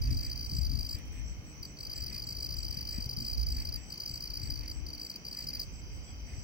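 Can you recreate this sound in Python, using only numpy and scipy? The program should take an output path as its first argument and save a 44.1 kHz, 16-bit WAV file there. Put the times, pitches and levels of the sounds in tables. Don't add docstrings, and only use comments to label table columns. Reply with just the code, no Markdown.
import sys
import numpy as np
from scipy import signal
from scipy.fft import rfft, irfft, next_fast_len
from scipy.io import wavfile
from scipy.ndimage import uniform_filter1d, map_coordinates

SR = 44100
rng = np.random.default_rng(int(sys.argv[2]) if len(sys.argv) > 2 else 0)


def level_to_linear(level):
    exponent = np.asarray(level, float) / 20
    return 10 ** exponent


def to_wav(sig):
    pcm = np.clip(np.atleast_2d(sig), -1, 1) * 32767
    pcm = np.round(pcm).astype(np.int16)
    wavfile.write(sys.argv[1], SR, pcm.T)


N = 283563


def unit(x):
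    return x / np.sqrt(np.mean(x ** 2) + 1e-20)


def along(points, hz):
    f, value = np.transpose(points)
    return np.interp(np.log(hz + 1), np.log(f + 1), value)


def curves(rows):
    s, *columns = np.transpose(rows)
    return [np.interp(np.arange(N) / SR, s, column) for column in columns]


def wobble(rate):
    knots = rng.standard_normal(int(N * rate / SR) + 4)
    return map_coordinates(knots, [np.arange(N) * rate / SR])


def filtered(x, response):
    m = next_fast_len(N + SR // 2)
    return irfft(rfft(x, m) * response(np.fft.rfftfreq(m, 1 / SR)), m)[..., :N]


def noise_like(curve):
    return unit(filtered(rng.standard_normal((2, N)), lambda f: level_to_linear(along(curve, f))))


def resonances(modes):
    def response(f):
        return sum((-1) ** k * level_to_linear(db) * 1j * f * width / (hz * hz - f * f + 1j * f * width)
                   for k, (hz, width, db) in enumerate(modes))
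    return response


def sides(db):
    return level_to_linear(np.array([db / 2, -db / 2]))


def bursts(events, shape):
    t = np.arange(-SR // 8, SR // 8) / SR
    marks = np.zeros(N)
    for s, db in events:
        marks[round(s * SR)] = level_to_linear(db)
    return signal.oaconvolve(marks, shape(t), "same")


def scatter(x, t60, wet_db):
    t = np.arange(SR // 10) / SR
    tail = rng.standard_normal((2, 2, len(t))) * level_to_linear(-60 * t / t60) * (t > .001)
    tail *= level_to_linear(wet_db) / np.linalg.norm(tail, axis=2, keepdims=True)
    a, b = signal.fftconvolve(x.reshape(1, -1, N), tail, axes=2)[..., :N]
    sway = 1.5 * wobble(2.5)
    return x + np.cos(sway) * a + np.sin(sway) * b


def wings(s, db, hz, length, glide_hz, rough, skew=.97):
    half = SR // 100
    t = np.arange(-half, half) / SR
    luck = rng.standard_normal((len(s), 6))
    span = length * np.exp(0.054 * luck[:, :1])
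    progress = np.clip(t / span + .47, 0, 1)
    flutter_hz = 260 + 60 * luck[:, 5:]
    flutter = np.clip(luck[:, 1:2], -1.6, 1.6) * np.sin(2 * np.pi * flutter_hz * t + 3 * luck[:, 2:3])
    shape = abs(np.sin(np.pi * progress ** skew))
    swell = shape ** .9 * level_to_linear(db[:, None] + 9 * rough * flutter)
    sag = np.clip(t, 0, 1) ** 4 / length ** 3
    slope = glide_hz / length * (1 + .18 * luck[:, 3:4])
    cycles = hz[:, None] * t - slope * t * t / 2 - 240 * sag
    phase = 2 * np.pi * cycles + rough * flutter + 9 * luck[:, 4:5]
    at = np.clip(np.round(s * SR).astype(int)[:, None] + np.arange(len(t)) - half, 0, N)

    def lay(rows):
        return np.bincount(at.ravel(), rows.ravel(), N + 1)[:N]

    def play(multiple, lead=0):
        if multiple == 0:
            return lay(swell)
        narrowing = shape ** abs(.22 * (multiple - 1))
        return lay(swell * narrowing * np.sin(multiple * phase + lead))
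    return play


# (time [s], strength [dB], left-right difference [dB])
WIND = [(0, -36, -7), (.12, -33.5, 6), (.36, -43.5, -2.5), (.6, -41, 9), (.95, -43.5, 9), (1.5, -50.5, -2),
        (1.75, -55.5, -1), (2.02, -49.5, 10), (2.75, -48, 9), (3.3, -43, -4), (3.55, -38.5, -1),
        (4, -55, 3.5), (4.5, -43.5, 10.5), (5.1, -59, 1.5), (5.6, -52, 1.5), (5.9, -47.5, 1), (6.1, -53, 1),
        (6.4, -46, 6)]
# (frequency [Hz], density [dB per Hz])
BUFFET = [(12, -61), (30, -20), (44, -5.5), (58, -1.5), (80, -7.5), (120, -19), (200, -49), (400, -120)]
# (frequency [Hz], density [dB per Hz])
FLAP = [(60, -71), (100, -7.5), (130, 4), (180, -14.5), (260, -7.5), (400, -34), (800, -51)]
# (time [s], level [dB])
FLAPS = [
    (.12, -42),
    (.54, -42.5),
    (.74, -43.5),
    (2.76, -58),
    (2.99, -52),
    (3.22, -45.5),
    (4.5, -75),
    (5.48, -52),
]


def wind():
    level_db, lean_db = curves(WIND)
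    low, high = noise_like(BUFFET), noise_like(FLAP)
    swells = level_to_linear(3 * np.array([wobble(4.93), wobble(4.74)]))
    lumps = level_to_linear(1.64 * np.array([wobble(9), wobble(7.3)]))
    sharp = level_to_linear(-53 + 0.71 * (level_db + 46))
    sharp = sharp + bursts(FLAPS, lambda t: np.exp(-(t / 0.038) ** 2))
    port_lean_db = -2
    steady = level_to_linear(level_db + 4.0) * swells * low
    return sides(lean_db + port_lean_db) * (steady + sharp * unit(lumps * high))


# (frequency [Hz], density [dB per Hz])
NIGHT = [(88, -13), (160, -3.5), (300, -11.5), (1600, -25.5), (2500, -29.5), (3100, -25), (3500, -37.5),
         (4600, -25), (5300, -27.5), (5900, -14), (6350, -35), (6700, -34), (7700, -31), (8900, -47),
         (15700, -46.5)]
# (frequency [Hz], width [Hz], level [dB])
CHORUS = [(2140, 80, 2), (2460, 70, 3), (2635, 50, -2), (15550, 700, 6.5)]
# (frequency [Hz], correlation [-1..1])
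ALIKE = [(130, 1), (300, 1), (650, 0.26), (1400, -0.011), (3000, -0.029), (7000, -0.24), (15000, 0.019)]
# (frequency [Hz], left-right difference [dB])
LEAN = [(200, -1), (1300, 0), (2400, -8.5), (4400, 1.5), (8000, 1.5), (15000, 12)]


def night_air():
    z = signal.stft(rng.standard_normal((2, N)), nperseg=512)[2]
    patches = uniform_filter1d(rng.standard_normal(z.shape[1:]), 6, 0)
    patches = uniform_filter1d(patches, 14, 1)
    pair = signal.istft(z * level_to_linear(0.52 * unit(patches)), nperseg=512)[1][:, :N]

    def mid_side(f):
        turn = np.arccos(np.clip(along(ALIKE, f), -1, 1)) / 2
        colour = level_to_linear(along(NIGHT, f)) * (1 + 2.0 * abs(resonances(CHORUS)(f)))
        return colour * [np.cos(turn), np.sin(turn)]

    mid, side = filtered(pair, mid_side)
    ports = np.array([mid + side, mid - side])
    return level_to_linear(-53.5) * unit(filtered(ports, lambda f: sides(along(LEAN, f))))


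# (time [s], level [dB])
HUM = [(0, -66), (.11, -46.5), (.3, -55), (4.28, -61.5), (4.4, -54), (5.02, -49.5), (5.15, -65),
       (6.43, -73)]


def far_hum():
    t = np.arange(N) / SR
    return level_to_linear(curves(HUM)[0] - 6.0) * np.sin(2 * np.pi * 300 * t + 1.36 * wobble(20))


def trill(rate, hz, length, glide_hz, lean_db, wet_db, pauses):
    luck = rng.random((int(N / SR * rate * 1.03), 4))
    gaps = .97 + 0.07 * luck[:, 0] + 0.5 * (luck[:, 1] < pauses)
    s = np.cumsum(gaps / rate)
    drift = wobble(4)[np.minimum(s * SR, N - 1).astype(int)]
    pitch = hz * (.996 + .008 * luck[:, 3] + .012 * drift)
    voice = wings(s, 5 * luck[:, 2], pitch, length, glide_hz, rough=.16)
    return unit(scatter(voice(1), 0.2, wet_db)) * sides(lean_db)[:, None]


# (time [s], level [dB])
HEDGE = [(0, -56.5), (.51, -58), (.8, -63), (1.08, -63), (1.29, -55.5), (1.37, -65), (1.43, -82),
         (1.54, -56), (1.8, -60.5), (2.83, -57), (3.6, -59), (3.9, -59.5), (4.37, -57.5), (5, -62),
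         (5.6, -59), (6.1, -64), (6.43, -57.5)]


def hedge_trills():
    pair = trill(62, 5960, .0125, glide_hz=380, lean_db=.3, wet_db=-1, pauses=.06)
    pair += level_to_linear(-8.5) * trill(50, 5560, 0.021, glide_hz=402, lean_db=-14, wet_db=4.0, pauses=0.23)
    return level_to_linear(curves(HEDGE)[0]) * unit(pair)


# (time [s], level [dB])
TREE = [(0, -65), (.95, -64.5), (1.05, -63.5), (1.8, -73), (1.9, -63), (2.4, -69), (2.6, -62.5),
        (4.3, -67.5), (4.4, -67), (6.43, -67)]


def tree_cricket():
    t = np.arange(N) / SR
    beat = 1 + 1.4 * np.cos(2 * np.pi * 76.0 * t + 0.47 * wobble(38.0))
    purr = beat * np.sin(2 * np.pi * 3075 * t + 0.7 * wobble(14))
    opposed = [[1], [-1]]
    return level_to_linear(curves(TREE)[0]) * unit(scatter(purr, 0.082, wet_db=-7.5)) * opposed


# (time [s], level [dB])
NEIGHBOUR = [(0, -76), (1.7, -76), (3.6, -64), (5.6, -64), (6.43, -63)]


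def neighbour_cricket():
    voice = trill(52, 4930, .013, glide_hz=650, lean_db=5, wet_db=0, pauses=.2)
    return level_to_linear(curves(NEIGHBOUR)[0]) * voice


# (first stroke [s], last stroke [s], first level [dB],
# last level [dB])
RUNS = [
    (0.0217, 0.076, -33.5, -33.5),
    (0.1107, 0.1476, -32.5, -35),
    (0.174, 0.2115, -31, -33),
    (0.2336, 0.2677, -33.5, -33.5),
    (0.2997, 0.3325, -32.5, -32.5),
    (0.3603, 0.465, -33.5, -33),
    (0.498, 0.5876, -33.5, -32.5),
    (0.617, 0.6682, -31.5, -32.5),
    (0.6985, 0.868, -33, -33),
    (0.894, 0.9497, -31, -33.5),
        (1.632, 1.653, -35.5, -35.5), (1.773, 1.8086, -43, -35.5), (1.8346, 1.871, -36.5, -34.5),
          (1.8996, 1.934, -36, -32), (1.963, 1.9806, -34, -34), (2.008, 2.0416, -34, -32.5),
          (2.0667, 2.1006, -32, -35), (2.1297, 2.2, -33.5, -32.5), (2.224, 2.241, -32.5, -33),
          (2.273, 2.327, -32, -32.5), (2.3516, 2.406, -35, -32.5), (2.429, 2.4643, -30.5, -32),
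          (2.4923, 2.543, -33.5, -32), (2.5703, 2.6056, -31.5, -34.5), (2.6324, 2.6843, -32, -34),
          (2.711, 2.747, -31.5, -32.5), (2.7744, 2.79, -30, -33), (2.8133, 2.8285, -31.5, -35),
          (2.8544, 2.8755, -35.5, -32.5), (2.893, 2.982, -31.5, -35.5), (3.008, 3.061, -32, -34.5),
          (3.095, 3.134, -32, -34.5), (3.17, 3.2248, -32, -32), (3.251, 3.35, -31, -33.5),
          (3.379, 3.433, -32, -33), (3.4687, 3.5247, -31, -33.5), (3.5506, 3.622, -33, -34.5),
          (3.655, 3.6917, -31, -34), (3.726, 3.7604, -32, -32),
        (3.9051, 3.9266, -36.5, -34.5), (3.9433, 3.9593, -37.5, -40), (3.9795, 3.9793, -33.5, -40),
           (4.0046, 4.036, -32, -35), (4.0617, 4.1131, -32, -33), (4.1416, 4.177, -31.5, -36),
           (4.2067, 4.2757, -33.5, -34.5), (4.305, 4.3186, -32.5, -38.5), (4.339, 4.373, -34, -33),
           (4.399, 4.436, -36, -35), (4.458, 4.4758, -35.5, -35), (4.5053, 4.6111, -33, -36.5),
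           (4.636, 4.661, -40, -39.5), (4.681, 4.7173, -36.5, -34.5), (4.8675, 4.8677, -37.5, -41),
           (4.8892, 4.9047, -35.5, -38), (4.935, 4.951, -36, -37.5), (4.982, 5.0689, -36, -34),
           (5.101, 5.1163, -32, -36), (5.1428, 5.161, -38, -33), (5.2524, 5.2849, -35.5, -34),
           (5.3144, 5.349, -34.5, -34.5), (5.373, 5.4433, -33, -34.5), (5.4729, 5.5064, -30.5, -34),
           (5.536, 5.5711, -32, -34.5), (5.5996, 5.6336, -30, -35)]


def strokes():
    spacing_s, uneven_s, uneven_db = .018, .0006, 1.3
    runs = []
    for first, last, first_db, last_db in RUNS:
        count = 1 + round((last - first) / spacing_s)
        runs.append(np.linspace((first, first_db), (last, last_db), count))
    rows = np.vstack(runs)
    return (rows + rng.standard_normal(rows.shape) * (uneven_s, uneven_db)).T


# (multiple, level [dB], left-right difference [dB], left lead [rad])
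OVERTONES = [
    (1, -0.5, 1, -1.0),
    (2, -22, 0, 4),
    (3, -17, 13.5, 1.5),
]
# (frequency [Hz], level [dB])
SCRAPE = [(3500, -15), (4200, -1), (5500, 11.5), (7000, -2), (9000, -6.5), (10800, -7), (11900, -1),
          (12900, -13), (15800, 3.5)]
# (frequency [Hz], level [dB])
RADIATES = [(4000, 3), (4600, -1), (11000, -1), (13000, -26), (14200, -3.5), (15500, 6.5)]


def near_cricket():
    s, db = strokes()
    tired = np.clip(-32.5 - db, 0, 8)
    hz = 4826.0 + 9 * (db + 30.0) - 1.0 * tired ** 2 + rng.normal(0, 22, len(s))
    length = (.0122 - .0005 * tired)[:, None]
    voice = wings(s, db, hz, length, glide_hz=445, rough=.17)
    tones = np.zeros((2, N))
    for multiple, level_db, lean_db, lead in OVERTONES:
        pair = np.array([voice(multiple, lead / 2), voice(multiple, -lead / 2)])
        tones += level_to_linear(level_db) * sides(lean_db)[:, None] * pair
    tones = filtered(tones, lambda f: level_to_linear(along(RADIATES, f)))

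    def scrape_colour(f):
        shading = sides(np.interp(f, [10000, 15000], [0, 12]))
        return level_to_linear(along(SCRAPE, f)) * shading

    scrape = unit(filtered(rng.standard_normal((2, N)), scrape_colour))
    return scatter(tones + level_to_linear(-13.5) * voice(0) * scrape, t60=0.14, wet_db=-10)


# (time [s], level [dB])
CROAKS = [(.088, -61), (.263, -60.5), (.983, -63), (1.179, -62.5), (1.975, -65.5), (2.131, -61),
          (2.782, -63.5), (2.961, -61.5), (3.604, -60.5), (3.789, -64), (4.473, -62.5), (4.65, -62.5),
          (5.394, -63), (5.558, -63), (6.321, -64.5)]
# (frequency [Hz], width [Hz], level [dB])
THROAT = [
    (1777, 166, 12.5),
    (2076, 144, 16.5),
    (2470, 303, 12),
]


def frog():
    swell = bursts(CROAKS, lambda t: np.exp(-(t / 0.059) ** 2))
    pulse_hz = 150 * level_to_linear(1.5 * wobble(40))
    pulses = np.diff(np.floor(np.cumsum(pulse_hz) / SR), prepend=0)
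    pulses = pulses * level_to_linear(3.3 * wobble(220))
    source = unit(pulses) + 1.4 * rng.standard_normal(N)
    voice = unit(filtered(source, lambda f: resonances(THROAT)(f) * f / (f + 7500.0)))
    return scatter(swell * voice, .12, wet_db=-3) * sides(-6.5)[:, None]


# (time [s], peak level [dB], pitch [Hz], left-right difference [dB])
THUMPS = [(0.119, -16.5, 68, 15), (0.168, -21.5, 78, -14), (0.53, -28, 112, 2), (0.589, -19.5, 102, 17),
          (0.704, -27.5, 83, 18), (0.78, -22.5, 101, 22), (0.95, -25, 70.5, 11), (1.075, -46, 72, 19),
          (1.397, -33.5, 80, 1), (1.611, -32.5, 81, 18), (1.805, -40, 104.7, -4), (2.029, -28, 83.55, 21),
          (2.145, -35, 90, 10), (2.232, -30.5, 88, 17), (2.448, -34, 93, 14), (2.523, -35, 91, 13),
          (2.661, -29, 86, 18), (2.774, -26.5, 118, 22), (2.986, -22, 157, 22), (3.067, -26, 95, 11),
          (3.18, -22.5, 119, 22), (3.482, -30.5, 78, -11), (4.108, -35, 96.95, 8), (4.14, -32, 84.4, 18),
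          (4.302, -34, 75.4, 18), (4.406, -33, 91, 13), (4.441, -27, 81.5, 15), (4.484, -30, 89.6, 18),
          (4.713, -32, 73.6, -17), (5.268, -48, 86, 8), (5.652, -39, 72, -6), (5.933, -34, 66, 10),
          (5.961, -40, 65, 11), (5.995, -35, 92, 18), (6.128, -36, 87, 5), (6.344, -33, 70, -9),
          (6.386, -30, 80, 13)]


def thumps():
    s, db, hz, lean_db = np.transpose(THUMPS)[..., None]
    t = np.arange(-SR // 25, SR // 25) / SR
    turn = 2 * np.pi * rng.random((len(s), 1))
    swell = np.exp(-(t * hz / .42) ** 2)
    push = level_to_linear(db) * swell * np.sin(2 * np.pi * hz * t + turn)
    at = np.clip(np.round((s + t) * SR).astype(int), 0, N).ravel()
    gains = level_to_linear(np.minimum(lean_db, 0)), level_to_linear(np.minimum(-lean_db, 0))
    return np.array([np.bincount(at, (push * g).ravel(), N + 1)[:N] for g in gains])


def chirper(chirps, hz, rate, lean_db, octave_db):
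    s, db = np.transpose(chirps)
    k = np.arange(8)
    luck = rng.standard_normal((len(s), 2))
    times = (s[:, None] + (k - 3.9) / rate * (1 + .03 * luck[:, :1])).ravel()
    contour_db = 7.0 - 8 * np.exp(-k / 0.36) - 3 * np.exp((k - 7) / 1.1)
    sizes = (db[:, None] + contour_db).ravel() + rng.normal(0, 1.5, times.size)
    climb = hz - 190 * np.exp(-k / 1.4)
    pitch = (climb + 25 * luck[:, 1:]).ravel() + rng.normal(0, 30, times.size)
    voice = wings(times, sizes, pitch, .0095, glide_hz=260, rough=.16)
    octave = level_to_linear(octave_db) * voice(1.92) * sides(12)[:, None]
    return scatter(voice(0.97) * sides(lean_db)[:, None] + octave, 0.071, wet_db=-0.5)


# (centre time [s], level [dB])
LOW_CHIRPS = [(.26, -62.5), (.585, -62), (.93, -61), (1.298, -65.5), (1.683, -66), (1.986, -61),
              (2.291, -61), (2.606, -61), (2.946, -59.5), (3.243, -63), (3.533, -62), (3.81, -66.5),
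              (4.13, -63), (4.463, -64), (4.759, -65), (5.09, -64.5), (5.412, -64.5), (5.772, -65),
              (6.08, -63.5), (6.39, -64)]
HIGH_CHIRPS = [(.15, -71), (.49, -69), (.82, -71), (1.165, -71), (1.496, -69.5), (1.83, -71), (2.13, -70),
               (2.43, -70), (2.73, -70), (3.02, -69), (3.3, -71), (3.62, -68), (3.89, -68), (4.18, -74),
               (4.46, -68.5), (4.77, -70), (5.04, -70), (5.33, -71), (5.63, -72), (5.96, -70.5), (6.3, -72)]


def ground_crickets():
    lower = chirper(LOW_CHIRPS, hz=8040, rate=86, lean_db=2.5, octave_db=-26)
    higher = chirper(HIGH_CHIRPS, hz=8230, rate=92, lean_db=10, octave_db=-9)
    return lower + higher


# (time [s], peak level [dB])
TICKS = [
    (0.9856, -46),
    (1.0564, -55),
    (1.0794, -60),
    (1.1223, -56),
    (1.1558, -59),
    (4.8648, -76),
    (5.2675, -66),
    (5.7244, -61),
    (6.1944, -75),
]


def grass():
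    def tick(t):
        return level_to_linear(-3.0 - 60 * abs(t - .001) / np.where(t > 0, .03, .006))

    hiss = filtered(rng.standard_normal((2, N)), lambda f: f * f / (f * f + 4000 ** 2))
    return bursts(TICKS, tick) * unit(hiss)


def peep():
    t = np.arange(N) / SR
    swell = np.exp(-((t - 6.095) / 0.034) ** 2)
    return level_to_linear(-66) * swell * np.sin(2 * np.pi * 3310 * t) * sides(6)[:, None]


def scene():
    air = wind() + night_air() + far_hum()
    far_singers = hedge_trills() + tree_cricket() + neighbour_cricket()
    return air + far_singers + near_cricket() + frog() + thumps() + ground_crickets() + grass() + peep()


def low_pass(x):
    return signal.sosfilt(signal.butter(12, 15790, fs=SR, output="sos"), x)


def record(dry):
    mix = filtered(dry, lambda f: f < 15790)
    return low_pass(mix)


dry = scene()
out = record(dry)
to_wav(out)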